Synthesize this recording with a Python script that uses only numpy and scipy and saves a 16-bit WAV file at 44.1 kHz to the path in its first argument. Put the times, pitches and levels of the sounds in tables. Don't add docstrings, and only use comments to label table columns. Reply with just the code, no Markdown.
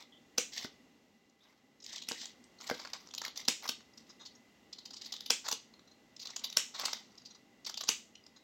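import sys
import numpy as np
from scipy import signal
from scipy.fft import rfft, irfft, next_fast_len
from scipy.io import wavfile
from scipy.ndimage import uniform_filter1d

SR = 44100
rng = np.random.default_rng(int(sys.argv[2]) if len(sys.argv) > 2 else 0)


def file_out(sig):
    cols = np.atleast_2d(sig).T
    lim = np.clip(cols, -1, 1)
    pcm = np.round(lim * 32767).astype(np.int16)
    wavfile.write(sys.argv[1], SR, pcm)


N = 371763


def bites():
    # (start [s], length [ms], level [dB], centre [Hz],
    # sheet boom against the cut edge [dB])
    bursts = [(0.643, 5.5, -42, 3880, -13), (1.296, 6.5, -67.5, 6900, -23.5),
              (1.802, 8.2, -55.5, 5360, -22), (1.822, 14, -53, 5240, -24), (1.84, 13, -47, 6330, -24),
              (1.863, 4.2, -40, 5280, -26), (1.889, 21, -50.5, 3900, -18), (1.929, 3.9, -41.5, 5500, -12),
              (1.959, 6.9, -37.5, 4600, -31), (1.98, 5, -42.5, 3900, -27),
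              (2.018, 13.5, -43.5, 3970, -19.5), (2.036, 4.6, -45.5, 3900, -20),
              (2.118, 2.03, -30, 4030, -4.5), (2.227, 12, -50.5, 4100, -3), (2.255, 4.9, -39, 6540, -12.5),
              (2.44, 4.8, -52.5, 8250, -24), (2.585, 12, -58.5, 4380, -16), (2.611, 3.3, -44.5, 6000, -29),
              (2.618, 5.7, -47, 5750, -6.5), (2.674, 7, -42, 6500, -16), (2.692, 3.8, -38.5, 5570, -5),
              (2.698, 4.7, -34, 4300, 5), (2.741, 16, -47, 4100, -11), (2.793, 16, -46.5, 4720, -3.5),
              (2.849, 6.9, -44, 4660, -0.5), (2.855, 4.6, -49.5, 4700, 4.5), (2.873, 4.9, -49, 4900, 1),
              (2.933, 6.8, -35, 4920, -11), (3.008, 6, -62, 5690, -5), (3.072, 4.3, -50.5, 5660, -15),
              (3.087, 5, -53, 4630, -9), (3.109, 6.9, -49, 3400, -14), (3.138, 6.1, -38.5, 4800, -12.5),
              (3.149, 2.4, -35, 6150, -16.5), (3.179, 7.2, -33.5, 4230, -20), (3.216, 6.2, -37, 6070, -3.5),
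              (3.237, 11, -42, 4110, -5), (3.249, 5.4, -29.5, 2160, -21), (3.257, 19, -44.5, 4200, -5),
              (3.279, 6, -38.5, 4200, -5), (3.359, 11, -44, 4220, -17), (3.372, 9.4, -37, 5600, -16),
              (3.402, 4.5, -43, 5100, -20), (3.451, 6.6, -43, 4130, -18), (3.624, 2.6, -41, 4600, -13),
              (3.65, 18, -48, 5020, 3.5), (3.677, 7.5, -36, 5270, -37), (3.804, 7, -59.5, 4230, -0.5),
              (3.933, 11, -63, 5700, -11), (3.974, 13, -49, 5300, -18), (4.092, 26, -54.5, 5250, -11.5),
              (4.195, 49, -56.5, 3770, -6.5), (4.252, 26, -48, 4470, -18.5), (4.349, 19, -60.5, 5550, -11),
              (4.727, 13.4, -44.5, 4700, -19.5), (4.784, 11.6, -47, 4470, -16),
              (4.854, 12.4, -42.5, 4900, -20), (4.905, 13, -47.5, 4700, -13.5), (4.933, 17, -46, 5100, -14),
              (4.961, 24, -46.5, 4800, -21.5), (5.013, 17, -44, 4720, -17.5), (5.047, 7.6, -47, 4400, -28),
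              (5.056, 18, -44, 4600, -17), (5.122, 10, -35, 4800, -18), (5.137, 7.2, -39.5, 3870, -11),
              (5.164, 4.1, -42, 3630, -17), (5.206, 4.8, -39.5, 4540, -15.5), (5.26, 8, -36, 4000, -19.5),
              (5.443, 47, -46, 4860, -5), (5.463, 12, -42, 4160, -3.5), (5.481, 13.2, -32, 6600, -8),
              (5.513, 8, -30.5, 5700, -6.5), (5.738, 6.5, -55, 4120, -7.5), (5.793, 4.5, -55, 4080, -3),
              (5.873, 16, -62.5, 4060, -7), (5.912, 14.5, -60, 4060, -17), (6.164, 6.5, -49, 5070, -31),
              (6.194, 17, -46, 4700, -23), (6.213, 12, -45, 5160, -21), (6.224, 16, -45.5, 4700, -26),
              (6.253, 11, -41, 4360, -13.5), (6.27, 7.9, -41, 4160, -25), (6.302, 8.3, -44.5, 5370, -11),
              (6.362, 8.3, -32.5, 6200, -13.5), (6.393, 7.5, -44, 6720, -25), (6.438, 18.2, -33, 4240, -18),
              (6.5, 4, -38, 5450, -17), (6.526, 5.7, -38, 4270, -31), (6.74, 32, -45.5, 4230, -6),
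              (6.796, 4.1, -32, 4560, -6), (6.93, 7.4, -30.5, 5006, -9.5), (6.967, 6.2, -50, 3380, -7),
              (7.118, 8, -68, 4730, -8), (7.154, 2.2, -53, 5050, -13), (7.177, 10.9, -50, 5150, -23),
              (7.217, 10, -60, 4730, -14), (7.251, 24, -49.5, 4670, -24), (7.303, 22, -55, 4040, -16),
              (7.348, 15.6, -54.5, 4690, -11.5), (7.647, 10, -45, 4600, -19),
              (7.663, 13.5, -36, 4840, -15.5), (7.694, 8.7, -39, 5550, -9.5), (7.741, 6, -40.5, 3600, -14),
              (7.773, 9.2, -34, 4590, -16), (7.807, 11.5, -36, 3900, -8.5), (7.836, 6.2, -37, 6850, -6.5),
              (7.873, 5, -44, 5030, -9), (7.88, 6, -36, 5000, -13), (8.153, 7, -51.5, 2880, -30),
              (8.238, 4.3, -61.5, 4840, -9), (8.265, 4, -46.5, 5040, -9), (8.361, 20, -57, 3960, -10.5)]
    attack_ms, release_ms, peak_share = 0.97, 4.1, 0.37
    start_db, end_db = -8.5, -10.5
    lead_s = 0.008
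    out = np.zeros(N)
    ms = np.arange(-1000 * lead_s, 60, 1000 / SR)
    scatter = rng.standard_normal(len(bursts))
    for (start_s, length_ms, level_db, hz, boom_db), chance in zip(bursts, scatter):
        knots_ms = [-attack_ms, 0, peak_share * length_ms, length_ms, length_ms + release_ms]
        shape_db = np.interp(ms, knots_ms, [-48, start_db, 0, end_db, -58])
        fine_db = -5 + 0.6 * (level_db + 36.5) + 3 * chance
        add(out, start_s - lead_s, tear(hz, boom_db, fine_db, undb(level_db + shape_db)))
    return out


def tear(hz, boom_db, fine_db, shape):
    edge_hz = (4100, 5000, 5800, 6500)
    fibres = crackle(len(shape), spread_db=2.5)
    firm = np.clip(np.log10(shape.max()) + 2.9, 0, 1)
    edge = sum(undb(4 * rng.standard_normal()) * band(fibres, f, 260) for f in edge_hz)
    crunch = unit(band(fibres, 5000, 4700))
    cut = unit(band(fibres, hz, (.1 + .3 * firm) * hz))
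    tone = cut + (.3 + 1.3 * firm) * crunch + .8 * (1 - firm) * unit(edge)
    return shape * paper(fibres, tone, boom_db, fine_db)


def paper(fibres, tone, boom_db, fine_db):
    boom = band(fibres, 1100, 1500)
    fine = band(fibres, 13000, 10000)
    return unit(tone) + undb(boom_db) * unit(boom) + undb(fine_db) * unit(fine)


def snaps():
    # (time [s], peak of the ring [dB], # thud against the ring
    # [dB], crackle around the blow [dB], tail offset against the ring [dB])
    blows = [(0.3824, -10, -19.5, -26, 1), (0.647, -44, 12.5, -47, -6), (2.0873, -19, -22, -45, 3.5),
             (2.113, -41, 11.5, -50, -3), (2.7116, -31.5, 7.5, -50, -6), (3.4838, -9.5, -15, -26.5, 2.5),
             (3.6928, -15.5, -16, -31, -7), (5.3049, -10, -16.5, -25, 2.5), (5.527, -18, -19, -32, -6),
             (6.5708, -8.5, -21, -28, 2), (6.8565, -16.5, -24, -30, -4.5), (7.8901, -11, -19, -26.5, 3)]
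    # (pitch [Hz], relative level [dB], t60 [s])
    blade_modes = [(2750, -8, .009), (3600, -9, .008), (5050, -2, .010), (5900, -1, .010), (7000, -8, .007),
                   (8300, -4, .007), (10600, -2, .005), (15000, -3, .005)]
    # (pitch [Hz], relative level [dB], t60 [s])
    handle_modes = [(248, 5.5, 0.018), (460.5, -2, 0.06), (595, -2, 0.036), (920, 9.5, 0.0065),
                    (1542, 5.5, 0.022), (2064, -6.5, 0.051)]
    # (centre [Hz], level before the blow's offset [dB], t60 [s])
    tail_bands = [(1240, -41, 0.11), (2760, -30.5, 0.2), (3950, -35.5, 0.27), (7100, -30, 0.32),
                  (8300, -31, 0.16), (13000, -36.5, 0.33)]
    lead_s = 0.008
    out = np.zeros(N)
    t = np.arange(SR // 3) / SR
    swell_db = np.interp(t, [0, .003, .005, lead_s, .012, .016, .03], [-45, -22, -4, 0, -8, -22, -100])
    for blow_s, peak_db, thud_db, crackle_db, tail_db in blows:
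        add(out, blow_s - lead_s, tear(4800, -12, -1.5, undb(crackle_db + swell_db)))
        blow = ring(blade_modes) + undb(thud_db) * ring(handle_modes)
        add(out, blow_s, undb(peak_db) * blow)
        fibres = crackle(len(t), spread_db=2.0)
        noise_tail = 0
        for hz, band_db, t60 in tail_bands:
            decay = 1000. ** (-t / t60)
            gain = undb(peak_db + tail_db + band_db)
            noise_tail = noise_tail + gain * unit(band(fibres, hz, 0.65 * hz)) * decay
        add(out, blow_s, noise_tail * np.clip(t / .004, 0, 1))
    return out


def ring(modes):
    t = np.arange(SR // 10) / SR
    y = 0
    for k, (hz, db, t60) in enumerate(modes):
        gain = (-1) ** k * undb(db + 3.5 * rng.standard_normal())
        pitch_hz = hz * (1 + .04 * rng.standard_normal())
        y = y + gain * np.sin(2 * np.pi * pitch_hz * t) * 1000. ** (-t / t60)
    return y / np.abs(y).max()


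def slide():
    # (start knot [s], hardest knot [s], end knot [s],
    # level [dB], sheet boom against the rub [dB], fine tearing before the common lift [dB])
    strokes = [(-.02, -0.003, 0.026, -51.5, -6.5, -23), (0.522, 0.569, 0.65, -44.5, -14.5, -21.5),
               (1.392, 1.45, 1.59, -71.5, -4, -18.5), (1.851, 1.96, 2, -50.5, -19.5, -28),
               (2.07, 2.21, 2.296, -49.5, -20, -25), (2.6, 2.67, 2.91, -51.5, -6.5, -20.5),
               (2.937, 2.941, 2.97, -49.5, -2.5, -33), (2.978, 3, 3.1, -67, -3, -15),
               (3.188, 3.19, 3.1, -47, -12, -31), (3.358, 3.372, 3.43, -48, -13, -22),
               (3.63, 3.673, 3.606, -45, -7, -13), (3.99, 4.006, 4.01, -60.5, -7, -28),
               (4.067, 4.08, 4.13, -66, -9, -23), (5.006, 5.025, 5.36, -60.5, -20, -24),
               (5.439, 5.496, 5.317, -44, 3, -22), (6.212, 6.26, 7.2, -64, -6, -24),
               (6.745, 6.83, 7, -47, -10, -17), (7.662, 7.67, 7.7, -49.5, -10, -32)]
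    # (centre [Hz], width of one filter pass [Hz], mean level [dB])
    rub_bands = [(2000, 570, 0.5), (3800, 2100, 1.5), (5000, 3770, 7.5), (7300, 1100, -6)]
    attack_s, release_s = 0.0058, 0.06
    start_db, end_db = -9.5, -9.5
    fine_lift_db = 16.5
    t = np.arange(N) / SR
    fibres = np.clip(crackle(N, spread_db=3.5), -7, 7)
    stroke_levels = []
    for start, hardest, end, peak_db, *_ in strokes:
        knots_s = [start - attack_s, start, hardest, end, end + release_s]
        stroke_levels.append(peak_db + np.interp(t, knots_s, [-50, start_db, 0, end_db, -50]))
    level_db = np.max(stroke_levels, axis=0)
    rows = np.array(strokes)
    edges_s = rows[:, [0, 2]].ravel()
    boom_db = np.interp(t, edges_s, np.repeat(rows[:, 4], 2))
    fine_db = np.interp(t, edges_s, np.repeat(rows[:, 5], 2)) + fine_lift_db
    tone = sum(undb(db + 3 * walk(90)) * unit(band(fibres, hz, width)) for hz, width, db in rub_bands)
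    catch_db = 3 * np.clip(walk(250), -1.5, 3)
    return undb(level_db + catch_db) * paper(fibres, tone, boom_db + 4 * walk(90), fine_db)


def squeak():
    # (from [s], to [s], pitch at start [Hz], at middle [Hz], at end [Hz], level [dB])
    notes = [(.121, .176, 3300, 3280, 3400, -63), (1.4, 1.475, 3300, 3800, 2950, -72)]
    attack_s, release_s, rough_hz = .003, .006, 550
    t = np.arange(N) / SR
    out = 0
    for t0, t1, start_hz, middle_hz, end_hz, db in notes:
        u = np.clip((t - t0) / (t1 - t0), 0, 1)
        hz = start_hz * (1 - u) * (1 - 2 * u) + middle_hz * 4 * u * (1 - u) + end_hz * u * (2 * u - 1)
        shape = np.interp(t, [t0, t0 + attack_s, t1, t1 + release_s], [0, 1, .6, 0])
        rough = walk(rough_hz) + 1j * walk(rough_hz)
        tone = np.real(rough * np.exp(2j * np.pi * np.cumsum(hz) / SR))
        out = out + undb(db) * shape * tone
    return out


def room(x):
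    # (centre [Hz], level before the common wet trim [dB], t60 [s])
    room_bands = [(303, -28.5, 0.16), (1080, -28.5, 0.2), (3260, -23, 0.27), (5540, -33, 0.35),
                  (10600, -13.5, 0.1)]
    wet_trim_db = -19.0
    t = np.arange(SR // 2) / SR
    tail = 0
    for hz, wet_db, t60 in room_bands:
        decay = unit(band(rng.standard_normal(len(t)), hz, 0.95 * hz)) * 1000. ** (-t / t60)
        tail = tail + undb(wet_db + wet_trim_db) * decay
    onset = np.clip(t / 0.0059 - .4, 0, 1)
    return signal.fftconvolve(x, tail * onset)[:N]


def air():
    # (frequency [Hz], relative density [dB per Hz])
    tone_curve = [(25, -42.5), (60, -3.5), (150, -9), (400, -9), (900, -17.5), (1600, -22.5), (3000, -22),
                  (7000, -27.5), (17000, -24.5)]
    # (centre [Hz], width of one filter pass [Hz], mean level [dB])
    humps = [(238.8, 95, -72), (800, 30, -85.5), (2000, 130, -79.5), (2780, 100, -85.5)]
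    # (time [s], level [dB])
    level_curve = [(0.0, -68.5), (0.7, -66), (1.41, -74), (2.25, -66.5), (8.43, -68.5)]
    s, db = np.transpose(level_curve)
    hiss = unit(colour(rng.standard_normal(N), tone_curve)) * undb(-68.0)
    fan = 0
    for hz, width, hump_db in humps:
        fan = fan + undb(hump_db + walk(12)) * unit(band(rng.standard_normal(N), hz, width))
    drift_db = np.interp(np.arange(N) / SR, s, db) - np.mean(db)
    return (hiss + fan) * undb(drift_db)


def undb(db):
    return 10 ** (np.asarray(db) / 20)


def unit(x):
    return x / np.sqrt(np.mean(x ** 2))


def band(x, hz, width):
    b, a = signal.iirpeak(hz, hz / width, fs=SR)
    return signal.lfilter(b, a, signal.lfilter(b, a, x))


def colour(x, points):
    size = next_fast_len(x.shape[-1] + SR // 10)
    hz, db = np.transpose(points)
    grid_hz = np.arange(1, 2050) * SR / 4096
    log_gain = np.interp(np.log(grid_hz), np.log(hz), db) * np.log(10) / 20
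    ceps = irfft(log_gain)
    ceps[1:2048] *= 2
    ceps[2049:] = 0
    impulse = irfft(np.exp(rfft(ceps)))
    return irfft(rfft(x, size) * rfft(impulse, size), size)[..., :x.shape[-1]]


def crackle(size, spread_db):
    return unit(rng.standard_normal(size) * undb(spread_db * rng.exponential(size=size)))


def walk(rate):
    k = int(SR / rate)
    steps = np.repeat(rng.standard_normal(N // k + 1), k)
    return unit(uniform_filter1d(uniform_filter1d(steps, k), k)[:N])


def add(out, s, sound):
    i = int(s * SR)
    out[i:i + len(sound)] += sound[:len(out) - i]


def scene():
    near = bites() + snaps() + slide() + squeak()
    return (near + room(near) + air())[None]


def record(dry):
    # (frequency [Hz], gain [dB])
    response = [(30, -26.5), (80, -7), (200, 1.5), (7000, 2.5), (8500, -6.5), (9300, -17), (11500, -7.5),
                (13500, -13.5), (15500, -12)]
    top_hz = 16100
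    steep_top = signal.ellip(8, .2, 70, top_hz, fs=SR, output="sos")
    return signal.sosfilt(steep_top, colour(dry, response))


dry = scene()
out = record(dry)
file_out(out)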